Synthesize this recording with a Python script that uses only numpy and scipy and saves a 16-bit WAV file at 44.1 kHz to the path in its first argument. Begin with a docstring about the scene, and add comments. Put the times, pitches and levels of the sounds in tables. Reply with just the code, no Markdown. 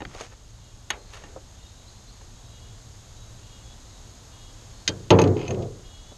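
"""Fishing from a small aluminium boat on a calm pond: hiss of air and insects, low rumble and drone (noise bands).
Hands click a plastic spool (struck modes), bump tackle (damped notes) and rub line (stick-slip noise).
Far birds call, whistle and chirp (gliding tones with an echo). At 4.9 s tackle snaps; at 5.1 s gear drops in,
bounces, clinks and chatters to rest, and the hull booms and rocks under it (struck and jostled modes)."""
import sys
import numpy as np
from scipy import signal
from scipy.fft import rfft, irfft, next_fast_len
from scipy.io import wavfile
from scipy.ndimage import uniform_filter1d

SR = 44100
rng = np.random.default_rng(int(sys.argv[2]) if len(sys.argv) > 2 else 0)


def master_out(mix):
    """Clip the mix to full scale and print it as 16-bit PCM to the path in sys.argv[1]."""
    frames = np.transpose(np.atleast_2d(mix))
    ceiling = np.clip(frames, -1, 1)
    pcm = np.round(ceiling * 32767).astype(np.int16)
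    wavfile.write(sys.argv[1], SR, pcm)


N = 272097

# main panel modes of the hull: hz, level_db, t60_s (at ring share 1)
HULL_PANEL_MODES = [(97.75, -6, 1), (124.7, -7.5, 1), (155.7, -10, 0.67), (184, -11, 1),
                    (281.3, -10.5, 0.6), (325.8, -2, 0.29), (368, -1, 0.32), (454, -5.5, 0.54),
                    (516, -10, 0.35), (602, -17, 0.24), (713, -15, 0.42), (872, -8, 0.21),
                    (975, -11.5, 0.28), (1170, -15.5, 0.27)]
# the hull's crowd of weaker modes: hz, level_db_per_hz, t60_s (at ring share 1)
HULL_CROWD = [(45, -27, 0.47), (85, -17, 1), (151, -10, 1), (258, -9.5, 0.92), (334, -4, 1),
              (503, 0.5, 0.42), (634, -10, 0.56), (980, -15.5, 0.36), (1460, -24.5, 0.42)]
# main modes of the falling gear: hz, level_db, t60_s (at ring share 1)
GEAR_MAIN_MODES = [(1820, -15, 0.21), (2084, -11.5, 0.15), (2235, -14, 0.046), (2534, -7.5, 0.12),
                   (2780, -12, 0.019), (3034, -0.5, 0.031), (4100, -10.5, 0.065), (6485, -19.5, 0.045)]
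# the gear's crowd of weaker modes: hz, level_db_per_hz, t60_s (at ring share 1)
GEAR_CROWD = [(400, 17.5, 0.3), (1090, 5.5, 0.4), (1660, 0, 0.23), (2660, 6, 0.19), (4950, -4, 0.12),
              (6140, -9.5, 0.076), (8350, -22, 0.051), (12900, -33, 0.01)]


def from_db(db):
    """Decibels to gain."""
    return 10 ** (np.asarray(db) / 20)


def rms_one(x):
    """Scale to unit power."""
    return x / np.sqrt(np.mean(x ** 2) + 1e-20)


def level(rows):
    """Gain over time from (time_s, level_db) rows."""
    return from_db(np.interp(np.arange(N) / SR, *np.transpose(rows)))


def at_hz(rows, hz, axis=1):
    """Read one column of a table along log frequency."""
    rows = np.array(rows)
    return np.interp(np.log(hz + 1), np.log(rows[:, 0]), rows[:, axis])


def colour(x, spectrum):
    """Shape a signal by a spectrum that falls away beyond its ends; unit power."""
    size = next_fast_len(len(x))
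    hz = np.fft.rfftfreq(size, 1 / SR)
    top_end = 1 / (1 + (hz / spectrum[-1][0] / 1.3) ** 6)
    low_end = 1 / (1 + (spectrum[0][0] / (hz + 1) / 1.5) ** 4)
    gain = top_end * low_end * from_db(at_hz(spectrum, hz))
    return rms_one(irfft(rfft(x, size) * gain, size)[:len(x)])


def add(out, s, sound):
    """Mix a sound in at a time."""
    start = max(0, round(s * SR))
    out[start:start + len(sound)] += sound[:max(0, N - start)]


def bouts(rows, attack_s, fall_db_per_s):
    """Gain over time: each bout (start_s, level_db, hold_s) builds up, holds and dies away."""
    t = np.arange(N) / SR
    power = np.zeros(N)
    for s, db, hold_s in rows:
        attack = np.clip((t - s) / attack_s, 0, 1)
        falling_s = np.clip(t - s - attack_s - hold_s, 0, 2)
        power += (attack * from_db(db - fall_db_per_s * falling_s)) ** 2
    return np.sqrt(power)


def tones(modes, t, tilt_db, ring, scatter_db):
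    """A body's main modes as dying sines, each with a random strength and phase."""
    hz, db, t60_s = np.transpose(modes)[:, :, None]
    scatter = scatter_db * rng.standard_normal(hz.shape)
    strength = from_db(db + tilt_db * np.log2(hz / np.median(hz)) + scatter)
    t60_s = np.minimum(ring * t60_s, 1)   # the water lets no main mode ring for over a second
    sines = np.sin(2 * np.pi * (hz * t + rng.random(hz.shape)))
    return np.sum(strength * sines * np.exp(-np.log(1000) * t / t60_s), axis=0)


def wash(rows, t, tilt_db, ring):
    """A crowd of modes too dense to tell apart: noise that dies band by band."""
    hz = np.fft.rfftfreq(len(t), 1 / SR)
    spectrum = [(f, db + tilt_db * np.log2(f)) for f, db, t60_s in rows]
    noise = rfft(colour(np.sign(rng.standard_normal(len(t))), spectrum))
    half_octave = np.round(2 * np.log2(np.maximum(hz, 60)))
    out = np.zeros(len(t))
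    for k in np.unique(half_octave):
        t60_s = ring * at_hz(rows, 2 ** (k / 2), axis=2)
        out += irfft(noise * (half_octave == k), len(t)) * 1e-3 ** (t / t60_s)
    return out


def struck(blows, modes, crowd, modes_db, crowd_db, rise_s, near_db, near_s, size):
    """Each blow sets a body's main modes and its crowd of weak ones ringing."""
    out, t = np.zeros(N), np.arange(size) / SR
    rise = 1 - np.exp(-(t / rise_s) ** 2)
    # the spot that was hit sounds strongest at first, until the vibration has spread over the body
    near = 1 + from_db(near_db) * np.exp(-(t / near_s) ** 2)
    for s, db, tilt_db, ring in blows:
        main = from_db(modes_db) * tones(modes, t, tilt_db, ring, scatter_db=1.0)
        weak = from_db(crowd_db) * wash(crowd, t, tilt_db, ring)
        add(out, s, from_db(db) * rise * near * (main + weak))
    return out


def grains(per_s, spread_db):
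    """Random tiny contacts of uneven size."""
    sizes = from_db(spread_db * np.minimum(rng.exponential(1, N), 3))
    return sizes * rng.choice([-1, 1], N) * (rng.random(N) < per_s / SR)


def jostled(gain, modes, crowd, modes_db, tilt_db, ring, rise_s, per_s, spread_db, size):
    """Light, quick touches keep a body ringing; its level is evened out, then follows the gain."""
    t = np.arange(size) / SR
    main = from_db(modes_db) * tones(modes, t, tilt_db, ring, scatter_db=1.5)
    body = main + wash(crowd, t, tilt_db, ring)
    rise = 1 - np.exp(-(t / rise_s) ** 2)
    rattle = signal.fftconvolve(grains(per_s, spread_db), body * rise)[:N]
    strength = np.sqrt(np.abs(uniform_filter1d(rattle ** 2, SR // 12)) + 1e-12)
    return gain * rattle / strength


def pond():
    """Smooth hiss of far insects and air over a low rumble and a faint drone that swells once."""
    # still air and insects: hz, level_db_per_hz
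    air_spectrum = [(25, -18), (150, 9.5), (400, 1.5), (850, 0.5), (1500, -5), (2400, -9), (3800, -3),
                    (5600, -6), (6500, -7), (7100, -3.5), (8000, -10), (10000, -18), (12500, -22)]
    # level of the hiss: time_s, level_db
    air_level = [(0, -56), (1.5, -53.5), (4.7, -51), (5.65, -53), (5.9, -52.5)]
    # low rumble: hz, level_db_per_hz
    rumble_spectrum = [(30, 1), (60, -1.5), (85, -3.5), (112, -5.5), (140, -26), (220, -26.5), (500, -45)]
    # swell of the drone: start_s, level_db, hold_s
    drone_swell = [(2.1, -54.5, 0.61)]
    rumble_db, drone_db = -47.5, -57
    air = level(air_level) * colour(rng.standard_normal(N), air_spectrum)
    rumble = from_db(rumble_db) * colour(rng.standard_normal(N), rumble_spectrum)
    drone_band = signal.butter(2, [98, 122], "band", fs=SR, output="sos")
    drone = rms_one(signal.sosfilt(drone_band, rng.standard_normal(N)))
    drone_gain = from_db(drone_db) + bouts(drone_swell, attack_s=0.74, fall_db_per_s=70)
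    return air + rumble + drone_gain * drone


def spool():
    """Clicks of a handled plastic spool ring its modes."""
    # clicks: start_s, level_db, tilt_db_per_octave, ring_share
    clicks = [(.004, -37, -5.5, 1.7), (.019, -29, -5, 0.3), (.0505, -24, -1, 0.2), (.148, -37.5, 3, 0.45),
              (.9028, -19.5, 1, 1.36), (1.1335, -39, 0, 1.2), (1.142, -43.5, -0.5, 2.3),
              (1.17, -43, -1, 1.5), (1.236, -43, -4.5, 4.3), (2.213, -50.5, -6, 0.9)]
    # main modes: hz, level_db, t60_s (at ring share 1)
    modes = [(828, -9, 0.063), (1178, -24, 0.16), (1814, -5.5, 0.053), (2810, -4.5, 0.04),
             (3110, -31, 0.081), (3770, -12.5, 0.1), (6500, -13.5, 0.025)]
    # weaker modes: hz, level_db_per_hz, t60_s (at ring share 1)
    crowd = [(120, -7, 0.061), (400, 0.5, 0.42), (1030, 0.5, 0.16), (2860, 2.5, 0.093), (5000, -2, 0.029),
             (8100, -2, 0.008), (13000, -16, 0.022)]
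    return struck(clicks, modes, crowd, modes_db=-7.0, crowd_db=-6.5,
                  rise_s=0.0011, near_db=1.5, near_s=0.0083, size=8192)


def bumps():
    """Hands bump tackle; flesh damps a contact to one short low note in a dull puff."""
    # bumps: start_s, level_db, pitch_hz, t60_s
    contacts = [(0.017, -19, 402, 0.028), (0.052, -38.5, 140, 0.35), (.147, -31, 565, 0.065),
                (.206, -32, 470, 0.13), (1.36, -30.5, 530, 0.1), (2.21, -39, 824, 0.029),
                (6.116, -32, 400, 0.048)]
    puff_db = 1   # against the note
    out, t = np.zeros(N), np.arange(SR // 4) / SR
    rise = 1 - np.exp(-(t / 0.0022) ** 2)
    for s, db, hz, t60_s in contacts:
        puff = colour(rng.standard_normal(len(t)), [(hz / 2, -3), (hz, 0), (1.87 * hz, -8)])
        body = np.sin(2 * np.pi * hz * t) + from_db(puff_db) * puff
        add(out, s, from_db(db) * body / 2 * rise * np.exp(-np.log(1000) * t / t60_s))
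    return out


def rubbing():
    """Fingers slide on plastic and line: skin catches and slips, each slip a brief puff of friction noise."""
    # strokes: firmest_pressure_s, level_db, length_s, tilt_db_per_octave
    strokes = [(0.208, -40.5, 0.17, 1), (0.328, -50.5, 0.039, -3.5), (1.154, -47, 0.12, 1),
               (1.221, -43, 0.04, -1.3)]
    # friction noise: hz, level_db_per_hz
    spectrum = [(200, -1), (600, 7.5), (1300, 4.5), (2500, 1), (6500, -8), (9000, -17), (13000, -35)]
    slip_decay_s = 0.002
    swell_db, ease_db = 23, 35.5   # level lost one stroke length before and after the firmest pressure
    out, t = np.zeros(N), np.arange(N) / SR
    catches = np.abs(grains(per_s=1600, spread_db=-2.5))
    slips = signal.fftconvolve(catches, np.exp(-t[:SR // 20] / slip_decay_s))[:N]
    friction = slips * rng.standard_normal(N)
    for s, db, length_s, tilt_db in strokes:
        along = np.clip((t - s) / length_s, -10, 10)
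        pressure = from_db(db - np.maximum(-swell_db * along, ease_db * along))
        tilted = [(hz, band_db + tilt_db * np.log2(hz)) for hz, band_db in spectrum]
        out += pressure * colour(friction, tilted)
    return out


def note(hz, harmonics):
    """One bird note along a pitch path: it swells and fades, and wavers in pitch and level."""
    waver_share, flutter_db = 0.0034, 2
    waver = rms_one(uniform_filter1d(rng.standard_normal(len(hz)), SR // 80))
    flutter = rms_one(uniform_filter1d(rng.standard_normal(len(hz)), SR // 40))
    phase = 2 * np.pi * np.cumsum(hz * (1 + waver_share * waver)) / SR
    arch = np.sqrt(np.abs(np.sin(np.linspace(0, np.pi, len(hz)))))
    swell = arch * rms_one(from_db(flutter_db * flutter))
    return swell * sum(from_db(db) * np.sin(round(k) * phase) for k, db in harmonics)


def scoop(length_s, octaves):
    """Pitch factor of a note that slides up from below and settles."""
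    return 2 ** (-octaves * np.linspace(1, 0, int(length_s * SR)) ** 3)


def birds(echo_db, echo_t60_s):
    """Nasal calls, thin whistles and upward chirps, with their echo from the trees on the bank."""
    # far birds trade one nasal call: start_s, level_db, settled_fundamental_hz, length_s
    calls = [(0.589, -68, 410.5, 0.14), (1.53, -67, 412, 0.19), (1.764, -68, 413, 0.093),
             (2.47, -63, 413.7, 0.25), (3.389, -63, 410.5, 0.21), (3.617, -62.5, 425, 0.16),
             (4.306, -59.5, 415.3, 0.23), (5.836, -57, 416.3, .18), (6.025, -61.5, 429, 0.13)]
    # call harmonics that carry over the water: multiple, level_db
    harmonics = [(7, -4), (8, 0), (9, -6.5), (10, -8)]
    # whistles: start_s, level_db, settled_pitch_hz, length_s
    whistles = [(.95, -62, 4230, .19), (1.55, -61, 3710, .16), (1.72, -63.5, 3880, 0.16),
                (1.92, -65, 4230, .15), (2.44, -59.5, 3910, 0.13), (3.14, -60, 3890, 0.186),
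                (3.87, -62, 3890, 0.22), (3.88, -62, 4270, 0.063), (4.7, -61.5, 4280, 0.12)]
    # chirps: start_s, level_db, starting_pitch_hz, rise_octaves
    chirps = [(1.66, -60, 3680, .27), (1.862, -55.5, 3810, 0.43), (2.069, -56.5, 3950, .39),
              (2.375, -61, 3250, .24)]
    call_scoop_octaves, whistle_scoop_octaves = 0.023, 0.0432
    chirp_s, chirp_curve = 0.045, 1.8   # pitch climbs as this power of time
    out, t, pure = np.zeros(N), np.arange(SR // 2) / SR, [(1, 0)]
    for s, db, hz, length_s in calls:
        add(out, s, from_db(db) * note(hz * scoop(length_s, call_scoop_octaves), harmonics))
    for s, db, hz, length_s in whistles:
        add(out, s, from_db(db) * note(hz * scoop(length_s, whistle_scoop_octaves), pure))
    climb = (t[t < chirp_s] / chirp_s) ** chirp_curve
    for s, db, hz, octaves in chirps:
        add(out, s, from_db(db) * note(hz * 2 ** (octaves * climb), pure))
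    trees = rng.standard_normal(len(t)) * np.exp(-np.log(1000) * t / echo_t60_s)
    echo = signal.fftconvolve(out, trees / np.linalg.norm(trees))[:N]
    return out + from_db(echo_db) * echo


def snap():
    """A sharp snap of tackle and its rebound ring the tackle's modes."""
    # snap and rebound: start_s, level_db, tilt_db_per_octave, ring_share
    blows = [(4.8773, -12, -2.5, 0.96), (4.8895, -26, 2, 0.49)]
    # main modes: hz, level_db, t60_s (at ring share 1)
    modes = [(1596, -11.5, 0.08), (1840, -19, 0.08), (2020, -5, 0.045), (2480, -7, 0.045),
             (3170, -8, 0.089), (3710, -2.5, 0.056), (4930, 6.5, 0.024), (6230, -1, 0.035)]
    # weaker modes: hz, level_db_per_hz, t60_s (at ring share 1)
    crowd = [(300, -10.5, 0.1), (1100, -19.5, 0.32), (1900, -4.5, 0.085), (4900, 8.5, 0.057),
             (6970, -1, 0.027), (9200, -13, 0.067), (12900, -25, .03)]
    return struck(blows, modes, crowd, modes_db=-4.0, crowd_db=-5.0,
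                  rise_s=0.00043, near_db=-15.0, near_s=0.0015, size=8192)


def hull_thumps():
    """Blows reaching the hull set its panels booming."""
    # blows: start_s, level_db, tilt_db_per_octave, ring_share
    blows = [(4.889, -34.5, -3, 1), (5.1055, -9.5, 1, 0.96), (5.135, -20, -5.5, 0.52),
             (5.188, -18, 3, 0.92), (5.487, -33, -2, 0.64)]
    return struck(blows, HULL_PANEL_MODES, HULL_CROWD, modes_db=-1.0, crowd_db=-2.5,
                  rise_s=0.0036, near_db=-6.0, near_s=0.018, size=49152)


def gear_clacks():
    """Gear lands and bounces; a harder blow rings longer."""
    # landing and bounces: start_s, level_db, tilt_db_per_octave
    bounces = [(5.1042, -11, 3), (5.188, -17.5, 1), (5.2161, -27.5, 15.5), (5.2386, -28, 3),
               (5.275, -38, 7), (5.3676, -33, -0.5), (5.3918, -38, 3), (5.4138, -29.5, -3),
               (5.4523, -38, 1), (5.4791, -33.5, 1), (5.5072, -29.5, -1.5), (5.545, -39, 0),
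               (5.6225, -39.5, 3.5)]
    full_ring_share, ring_doubles_db = 0.79, 53   # share at 0 dB; level step that doubles it
    blows = [(s, db, tilt_db, full_ring_share * 2 ** (db / ring_doubles_db)) for s, db, tilt_db in bounces]
    return struck(blows, GEAR_MAIN_MODES, GEAR_CROWD, modes_db=-7.0, crowd_db=-8.5,
                  rise_s=0.00036, near_db=-1.5, near_s=0.0084, size=12288)


def clinks():
    """A small metal fitting rings briefly with a few clear modes on some of the bounces."""
    # clinks: start_s, level_db, tilt_db_per_octave
    hits = [(5.193, -29, 10), (5.217, -21.5, -3), (5.4795, -29, -2), (5.5065, -27.5, -0.5)]
    # the fitting's modes: hz, level_db, t60_s
    modes = [(2530, -2, .035), (2700, -8.5, .03), (4380, -17, .03), (6220, -7.5, 0.035), (6550, -12, 0.033)]
    rise_s = 0.00061
    out, t = np.zeros(N), np.arange(SR // 8) / SR
    rise = 1 - np.exp(-t / rise_s)
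    for s, db, tilt_db in hits:
        add(out, s, from_db(db) * rise * tones(modes, t, tilt_db, 1, scatter_db=1.0))
    return out


def rocking():
    """The gear rocks on the hull in two bouts, its many light touches keeping the panels ringing."""
    # bouts: start_s, level_db, hold_s, tilt_db_per_octave
    rows = [(5.194, -18.5, 0.086, -4.5), (5.475, -27.5, 0.12, -4.5)]
    out = np.zeros(N)
    for s, db, hold_s, tilt_db in rows:
        gain = bouts([(s, db, hold_s)], attack_s=0.015, fall_db_per_s=113)
        out += jostled(gain, HULL_PANEL_MODES, HULL_CROWD, modes_db=-6.0, tilt_db=tilt_db, ring=0.65,
                       rise_s=0.0018, per_s=240, spread_db=2.0, size=24576)
    return out


def gear_chatter():
    """The gear's loose parts chatter as it tips over, in dense tiny contacts."""
    # bout: start_s, level_db, hold_s
    rows = [(5.37, -43.5, 0.086)]
    gain = bouts(rows, attack_s=0.01, fall_db_per_s=198)
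    return jostled(gain, GEAR_MAIN_MODES, GEAR_CROWD, modes_db=-7.5, tilt_db=1.5, ring=0.32,
                   rise_s=0.00043, per_s=450, spread_db=0.5, size=4096)


def scene():
    """Everything in the boat is close and dry over open water."""
    hull_lowest_hz = 46   # the panels radiate little below this
    radiation = signal.butter(2, hull_lowest_hz, "high", fs=SR, output="sos")
    around = pond() + birds(echo_db=0.5, echo_t60_s=0.6)
    hands = spool() + bumps() + rubbing()
    boom = signal.sosfilt(radiation, hull_thumps() + rocking())
    drop = snap() + gear_clacks() + clinks() + boom + gear_chatter()
    return (around + hands + drop)[None]


def record(dry):
    """The microphone port rings in the treble, peaks are rounded at full scale and the top is cut."""
    # port resonances added to the direct sound: hz, width_hz, added_db
    port_modes = [(6493, 224, 7.5), (11600, 117, 2)]
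    stop_band_hz = 14350
    loud = dry.copy()
    for hz, width_hz, db in port_modes:
        loud += from_db(db) * signal.lfilter(*signal.iirpeak(hz, hz / width_hz, fs=SR), dry)
    rounded = loud / (1 + loud ** 6) ** (1 / 6)
    return signal.sosfilt(signal.cheby2(16, 70, stop_band_hz, fs=SR, output="sos"), rounded)


dry = scene()
out = record(dry)
master_out(out)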